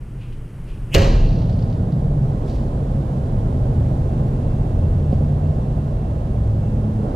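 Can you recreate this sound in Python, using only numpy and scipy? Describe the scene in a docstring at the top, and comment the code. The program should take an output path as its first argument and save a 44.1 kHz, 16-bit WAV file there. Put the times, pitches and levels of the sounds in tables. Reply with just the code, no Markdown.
"""Door slam in a tiled room

A brief noise swells and a wooden leaf hits the frame: noise bursts, ringing modes, a thud, heaving
air and reverberation; loose fittings rattle on. Quiet room tone gives way to a deep rumble, like traffic outside:
filtered noise with wavering tones for the room modes that boom. Rustles and bumps lie close by; a thin tone
comes in late."""
import sys
import numpy as np
from scipy import signal
from scipy.fft import rfft, irfft
from scipy.io import wavfile

SR = 44100
rng = np.random.default_rng(int(sys.argv[2]) if len(sys.argv) > 2 else 0)


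def file_out(sig):
    """Save sig as 16-bit WAV at sys.argv[1]."""
    # one column per channel
    cols = np.atleast_2d(sig).T
    # limit, then scale
    lim = np.clip(cols, -1, 1)
    pcm = np.round(lim * 32767).astype(np.int16)
    wavfile.write(sys.argv[1], SR, pcm)


N = 315315
TIME = np.arange(N) / SR
FREQS = np.maximum(np.fft.rfftfreq(N, 1 / SR), 1)
THUD_S = 0.954           # the leaf meets the frame
RUMBLE_START_S = 1.033   # the rumble has reached its strength and the room tone begins to die away

# latch and leaf meet the frame, then the leaf chatters in the latch: (time [s], crack level [dB],
# crack decay to -60 dB [s], crack brightness [dB per octave], relative blow on the leaf [dB])
CONTACTS = [(0.9428, -18, 0.044, 1, -32), (0.9472, -12, 0.016, 2.5, -19.5), (0.9494, -13, 0.015, -1, -20),
            (0.954, -14, 0.05, -2.5, -15), (0.9629, -16, 0.075, -2.5, -20.5),
            (1.0178, -28.5, 0.065, -1, -21.5), (1.044, -29, 0.076, -1.5, -28.5),
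            (1.072, -30, .04, -1, -32.5), (1.148, -29, 0.058, -6, -29.5)]
# the slam at two close ports: (frequency [Hz], left-right level [dB], phase lead of the left [rad], likeness [0-1])
SLAM_PORTS = [(350, -2.5, -0.1, 1), (550, -7.5, -0.2, 1), (680, -14, 0.6, .95), (856, -6, 2.1, 0.91),
              (1220, 7, 2.4, 0.75), (1450, 5, -1.5, 0.7), (1900, 1.5, -0.2, 0.97), (2700, -1, -0.1, 0.98),
              (4300, 2, -0.3, 0.9), (5400, -1, -0.6, .6), (7000, -0.5, 0, .7), (14000, 1.5, 0.5, .7)]


def from_db(db):
    """Decibels are logarithmic: 20 dB is a factor of ten in amplitude."""
    return 10 ** (np.asarray(db) / 20)


def rms_one(x):
    """Normalisation by the root mean square gives a signal unit power."""
    return x / np.sqrt(np.mean(x ** 2) + 1e-20)


def at_hz(rows, hz):
    """Interpolation along log frequency, as hearing spaces pitch, of each column of a table."""
    f, *columns = np.transpose(rows)
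    return [np.interp(np.log(hz), np.log(f), column) for column in columns]


def noise(colour):
    """Spectral shaping of white noise to unit rms, falling steeply outside the table."""
    outside = np.minimum(FREQS / colour[0][0], 1) * np.minimum(colour[-1][0] / FREQS, 1)
    gain = from_db(at_hz(colour, FREQS)[0]) * outside ** 5
    white = rng.standard_normal(N)
    return rms_one(irfft(rfft(white) * gain, N))


def drift(rate_hz):
    """Low-passed noise is a slow random fluctuation, here of spread 1 and drawn on a coarse time grid."""
    coarse = TIME[::64]
    hz = np.fft.rfftfreq(len(coarse), coarse[1])
    spectrum = rfft(rng.standard_normal(len(coarse))) / (1 + (hz / rate_hz) ** 4)
    return np.interp(TIME, coarse, rms_one(irfft(spectrum, len(coarse))))


def fade(start, t60, rise=0.00024):
    """Exponential growth up to the start time (time constant rise), then decay by 60 dB in t60 seconds."""
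    age = TIME - start
    exponent = np.minimum(age / rise, -age * np.log(1000) / t60)
    return np.exp(np.maximum(exponent, -40))


def swell(start, hold, attack, t60):
    """Linear onset ending at the start time, a steady hold, then exponential decay."""
    onset = np.clip(1 + (TIME - start) / attack, 0, 1)
    return onset * np.exp(-np.log(1000) * np.clip((TIME - start - hold) / t60, 0, 10))


def ring(clicks, hz, t60):
    """Damped resonator: a unit click sets a decaying sine of height 1 ringing."""
    radius, angle = np.exp(-np.log(1000) / (t60 * SR)), 2 * np.pi * hz / SR
    poles = [1, -2 * radius * np.cos(angle), radius * radius]
    return signal.lfilter([0, np.sin(angle)], poles, clicks + 1e-18)


def strikes(times, levels_db):
    """Impulse excitation: single clicks at the given times."""
    out = np.zeros(N)
    out[(np.asarray(times) * SR).astype(int)] = from_db(levels_db)
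    return out


def ports(shared, diffuse, table):
    """Spatial coherence: two close ports differ in level and phase, and diffuse sound is opposed in them."""
    balance_db, lead, alike = at_hz(table, FREQS)
    apart = np.minimum(FREQS / 400, 1)
    alike = 1 - (1 - np.clip(alike, 0, 1)) * apart ** 2     # long waves reach both ports alike
    mid = rfft(shared) * np.sqrt((1 + alike) / 2)
    side = rfft(diffuse) * np.sqrt((1 - alike) / 2)
    left = from_db(balance_db * apart ** 2) * np.exp(1j * lead * apart)
    pair = np.array([(mid + side) * left, mid - side])
    return irfft(pair * 2 / np.abs(1 + left), N)


def room_tone(level_db=-30.0, growth_db_per_s=3.0, release_t60=0.66):
    """Stationary coloured noise, the same in both ears, grows a little and then decays exponentially."""
    # quiet hum: (frequency [Hz], relative level per hertz [dB])
    hum_colour = [(20, 6), (37, 3), (50, 0.5), (85, -11.5), (124, 2.5), (150, -7.5), (230, -17),
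                  (380, -21.5), (650, -32), (1600, -39), (3100, -45), (3600, -53.5), (7000, -55.5),
                  (9500, -51.5), (15000, -66)]
    level = from_db(level_db + growth_db_per_s * np.minimum(TIME, RUMBLE_START_S))
    release = fade(RUMBLE_START_S, release_t60, rise=np.inf)
    return level * release * noise(hum_colour)


def booming(hz, waver_hz=1.414, flutter_db=2.0):
    """A room mode driven by noise is a narrow-band tone, unsteady in pitch and level."""
    phase = 2 * np.pi * np.cumsum(hz + waver_hz * drift(8.8)) / SR
    return rms_one(from_db(flutter_db * drift(11.8)) * np.sin(phase))


def steady_modes():
    """Standing waves: low room modes, always softly excited by the rumble."""
    # (frequency [Hz], level before the rumble's strength [dB])
    low_modes = [(108, -33), (132, -32.5), (147, -32), (213, -39.5)]
    return sum(from_db(db) * booming(hz) for hz, db in low_modes)


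def booms(attack_s=0.2, t60=1.33):
    """Resonant build-up and decay: now and then a room mode swells into a boom."""
    # (time [s], hold [s], frequency [Hz], level [dB])
    boom_events = [(1.205, 0.53, 162, -30), (1.3, 0.74, 182, -30.5), (1.353, 0.37, 109, -22.5),
                   (1.817, 0.46, 132, -21.5), (2.05, 0.22, 149, -24), (2.66, .25, 133, -28),
                   (3.503, 1.6, 108, -25), (3.547, 0.5, 78, -26), (3.6, 1.6, 133.2, -30),
                   (4.803, 0.733, 84, -21.5), (5.206, 0.3, 147, -23.5), (6.134, 0.6, 61.1, -26.5),
                   (6.305, 0.67, 106, -24), (6.696, .3, 212.2, -32)]
    return sum(from_db(db) * swell(s, hold, attack_s, t60) * booming(hz) for s, hold, hz, db in boom_events)


def rumble(deep_db=-20, roar_db=-32, hiss_db=-55, lumpy_db=0.5, attack_s=0.13):
    """Amplitude-modulated noise bands: a lumpy deep rumble and mid roar with faint hiss, and the room modes."""
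    # one strength moves the noise bands and the steady modes: (time [s], level [dB])
    strength_curve = [(1.3, -0.5), (2.2, -0.5), (2.7, -0.5), (3.9, 0.5), (5.4, -0.5), (6.0, -1.45),
                      (6.9, -1)]
    # noise bands: (frequency [Hz], relative level per hertz [dB])
    deep_colour = [(15, -33.5), (25, -1), (75, -1.5), (139, -4), (182, -9.5), (252, -13), (330, -33),
                   (430, -41), (730, -120)]
    roar_colour = [(150, -28), (260, -4.5), (343, -6), (473, -7.5), (613, -9), (816, -17), (950, -24.5),
                   (1040, -23), (1120, -29.5), (2200, -41.5), (2860, -68), (4840, -120)]
    hiss_colour = [(1500, 0.5), (2300, -2.5), (3100, -2), (5300, -8.5), (9800, -11), (13400, -20),
                   (15000, -30.5)]
    # two close ports: (frequency [Hz], left-right level [dB], phase lead of the left [rad], likeness [0-1])
    rumble_ports = [(380, -3, -0.2, 0.98), (604, -10, -0.35, 1), (690, -19, -0.1, 0.85),
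                    (740, -16, 1.5, 0.85), (845, -8.5, 2.1, 0.98), (1270, -4, 2.3, 0.65),
                    (1840, -0.5, 1.3, 0.61), (2550, -2, -0.6, 0.42), (4400, 0.5, 0, 0.35),
                    (8000, -1.5, 0, .05)]
    onset = np.clip(1 + (TIME - RUMBLE_START_S) / attack_s, 0, 1)
    strength = from_db(np.interp(TIME, *np.transpose(strength_curve))) * onset
    # roar and hiss are shaded until the way to the next room is open
    shade_db = np.where(TIME > 2.22, 0, -1)
    lumps = from_db(lumpy_db * drift(32))
    deep = from_db(deep_db) * lumps
    roar = from_db(roar_db + shade_db) * lumps
    roar = roar + from_db(-36) * swell(7.05, hold=0.11, attack=0.05, t60=0.5)   # the roar surges briefly
    hiss = from_db(hiss_db + shade_db)
    shared, diffuse = [deep * noise(deep_colour) + roar * noise(roar_colour) + hiss * noise(hiss_colour)
                       for _ in range(2)]
    return ports(strength * (shared + steady_modes()) + booms(), strength * diffuse, rumble_ports)


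def whine(start_s=4.15, hz=2702, level_db=-67, loss_db_per_s=2, attack_s=0.2, flutter_db=2.5):
    """Frequency and amplitude modulation: a faint electrical tone wavers, flutters and slowly weakens."""
    age = TIME - start_s
    level = from_db(level_db - loss_db_per_s * age + flutter_db * drift(9)) * np.clip(1 + age / attack_s, 0, 1)
    phase = 2 * np.pi * np.cumsum(hz + 1.15 * drift(4.7)) / SR
    return level * np.sqrt(2) * np.sin(phase)


def rustles(rough_db=1.5):
    """Friction noise: dull and airy bands share finely grained swells."""
    # (time [s], level [dB], rise time constant [s], decay to -60 dB [s], airy share [0-1])
    rustle_events = [(0.222, -51.5, 0.022, 0.48, 0.2), (0.325, -56, .004, 0.2, 0.3),
                     (0.68, -52, 0.0053, 0.61, 0.32), (2.495, -51.5, 0.03, 0.5, 1),
                     (2.555, -59, 0.027, .55, .9), (5.125, -56, 0.0081, 0.43, 0.7),
                     (7.101, -58.5, 0.05, 0.73, 0.7)]
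    # (frequency [Hz], relative level per hertz [dB])
    dull_colour = [(1500, -22), (2500, 11), (3200, 5.5)]
    airy_colour = [(2000, -2), (4600, 1.5), (7500, -10), (10500, -17), (14000, -25)]
    swells = np.array([from_db(db) * fade(s, t60, rise) for s, db, rise, t60, _ in rustle_events])
    swells = swells * from_db(rough_db * drift(200))
    airy_share = np.clip(np.array(rustle_events)[:, -1], 0, 1)
    airy, dull = airy_share @ swells, (1 - airy_share) @ swells
    shared, diffuse = [airy * noise(airy_colour) + dull * noise(dull_colour) for _ in range(2)]
    return ports(shared, diffuse, SLAM_PORTS)


def bumps(softness_hz=680):
    """Impulse response of a small body: low-passed knocks ring the modes of the microphone body."""
    # (time [s], click level before filtering [dB])
    bump_events = [(5.1277, -10.5), (5.208, -22.5)]
    # (frequency [Hz], relative level [dB], decay to -60 dB [s])
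    body_modes = [(213, 5, 0.03), (405, -7, 0.036), (530, -6, 0.029)]
    soften = signal.butter(6, softness_hz, fs=SR, output="sos")
    knocks = signal.sosfilt(soften, strikes(*np.transpose(bump_events)) + 1e-18)
    body = -sum(from_db(db) * ring(knocks, hz, t60) for hz, db, t60 in body_modes)
    return ports(body, np.zeros(N), SLAM_PORTS)


def rattle(click_t60=0.041, tail_t60=0.56, tail_db=-12.5):
    """Repeated impact: loose fittings click in quick succession as they settle, each with a room tail."""
    # (time [s], level [dB])
    rattle_clicks = [(1.2898, -48), (1.324, -50), (1.353, -53), (1.386, -50.5), (1.4176, -54), (1.451, -56),
                     (1.4957, -50.5), (1.526, -54), (1.591, -52.5), (1.6236, -52), (1.6995, -56),
                     (1.7255, -55.5), (1.9215, -54.5)]
    # (frequency [Hz], relative level per hertz [dB])
    rattle_colour = [(1500, -7), (3000, -2.5), (4600, 2.5), (6200, -9.5), (8000, -26)]
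    envelope = sum(from_db(db) * (fade(s, click_t60) + from_db(tail_db) * fade(s, tail_t60))
                   for s, db in rattle_clicks)
    shared, diffuse = [envelope * noise(rattle_colour) for _ in range(2)]
    return ports(shared, diffuse, SLAM_PORTS)


def reverberation(level_db=-16.0, start=0.98, ripple_db=-0.5, ripple_s=0.03):
    """Reverberant decay: dense wall reflections are noise whose bands die away at rates of their own."""
    # (frequency [Hz], relative level per hertz [dB])
    field_colour = [(50, -21.5), (90, -3.5), (231, -15), (400, -19), (555, -23.5), (852, -27),
                    (1200, -33.5), (1400, -33), (1900, -30), (2200, -32.5), (2800, -29), (3500, -38.5),
                    (4250, -33.5), (5200, -39.5), (6300, -38.5), (10100, -59), (13600, -54), (15000, -70)]
    # (frequency [Hz], decay to -60 dB [s])
    decay_times = [(100, 0.95), (500, 1.85), (1500, 0.63), (4000, 1.15), (8000, 0.65), (14000, 0.34)]
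    # the many close modes of the wood ripple the spectrum
    ripple = rms_one(rfft(rng.standard_normal(N) * (TIME < ripple_s)).real)
    field = rfft(noise(field_colour)) * from_db(ripple_db * np.tanh(ripple))
    centres = np.geomspace(80, 15000, num=9)
    out = 0
    for hz, share in zip(centres, np.eye(len(centres))):
        # overlapping triangular bands on a log frequency axis
        band = irfft(field * np.interp(np.log(FREQS), np.log(centres), share), N)
        out = out + band * fade(start, at_hz(decay_times, hz)[0], rise=0.0049)
    return from_db(level_db) * out


def heave(rough_db=-5.0, t60=0.69):
    """Low-frequency air oscillation: the pushed air swings slowly and unevenly in the room."""
    # at the slam and once more as it swings back: (time [s], hold [s], level [dB], attack [s])
    heave_events = [(0.954, 0.016, -9.5, 0.029), (1.125, 0.17, -14.5, 0.092)]
    swing_hz = 32 + 20 * fade(0.99, 0.502, rise=0.071) + 3.1 * drift(21)
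    swing = np.sin(2 * np.pi * np.cumsum(swing_hz * (TIME > THUD_S)) / SR)
    rough = from_db(rough_db) * noise([(26, 9.0), (50, -4), (75, -9.0)])
    envelope = sum(from_db(db) * swell(s, hold, attack, t60) for s, hold, db, attack in heave_events)
    return (swing + rough) * envelope


def lead_in(level_db=-16):
    """Shaped noise: a faint noise swells for a few milliseconds into the slam."""
    hiss = noise([(2100, -14.5), (2900, -1.5), (3900, -40), (7200, -27), (14000, -37)])
    return from_db(level_db) * hiss * fade(0.95, 0.075, rise=0.009)


def thud(level_db=-3.5, hz=140):
    """Momentum transfer: the leaf's blow on the frame is a short, heavily damped low tone."""
    return from_db(level_db) * fade(THUD_S, 0.033, rise=0.0066) * np.cos(2 * np.pi * hz * (TIME - THUD_S))


def crack():
    """Impact noise: each contact is a splintery burst, bright for metal on metal, dull for wood on wood."""
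    # (frequency [Hz], relative level per hertz before the contact's brightness [dB])
    crack_colour = [(180, -21), (350, -1), (550, 3), (920, -21), (1200, -8), (1500, -15.5), (1900, -7),
                    (2740, -6.5), (3500, -9), (4400, -6.5), (5100, -14.5), (6680, -13), (9760, -32),
                    (11500, -33), (13300, -23), (15500, -33)]
    out = 0
    for s, db, t60, tilt, _ in CONTACTS:
        tilted = [(hz, level + tilt * np.log2(hz)) for hz, level in crack_colour]
        out = out + from_db(db) * fade(s, t60) * noise(tilted)
    return out


def leaf(level_db=-15.5, pair_detune=0.004):
    """Modal vibration: close pairs of modes, each struck by every contact with a strength of its own."""
    # leaf and lock: (frequency [Hz], relative level [dB], decay to -60 dB [s])
    door_modes = [(86.75, 1, 0.78), (160.8, -4.5, 0.36), (244, -12, 0.68), (318, -12.5, 0.5),
                  (389, -4.5, 0.34), (413, -7, 0.29), (452, -13, 0.3), (524, -6, 0.3), (552, -3.5, 0.4),
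                  (598, -8.5, 0.27), (678, -12.5, 0.47), (1230, -24.5, 0.5), (1655, -21, 0.37),
                  (1891, -17.5, 0.35), (1960, -21, 0.5), (2403, -21.5, 0.46), (2722, -21, 0.71),
                  (2835, -22, 0.48), (3040, -21, 0.45), (3940, -26, .6), (4250, -27, 0.41)]
    s, *_, blow_db = np.transpose(CONTACTS)
    out = 0
    for hz, db, t60 in door_modes:
        for twin_hz in (hz * (1 - pair_detune), hz * (1 + pair_detune)):
            blows = strikes(s, blow_db + rng.normal(0, 2.3, len(s))) * rng.choice([-1, 1], N)
            mode = ring(blows, twin_hz, t60)
            out = out + from_db(level_db + db) * mode / np.abs(mode).max()
    return out


def slam():
    """Superposition: lead-in noise, cracks, ringing leaf and reverberation at both ports, thud and heaving air."""
    shared = lead_in() + crack() + leaf() + reverberation()
    diffuse = crack() + leaf() + reverberation()
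    return thud() + heave() + ports(shared, diffuse, SLAM_PORTS)


def scene():
    """Linear superposition of all sources at the microphone pair, eased in over a few milliseconds."""
    sources = room_tone() + rumble() + whine() + rustles() + bumps() + rattle() + slam()
    return sources * np.minimum(TIME / .008, 1)


def record(dry, top=0.99):
    """Saturation rounds the highest peaks, and a zero-phase low-pass cuts the extreme treble."""
    low_pass = signal.ellip(10, .05, 60, 15400, fs=SR, output="sos")   # edge at 15400 Hz
    return signal.sosfiltfilt(low_pass, top * np.tanh(dry / top))


dry = scene()
out = record(dry)
file_out(out)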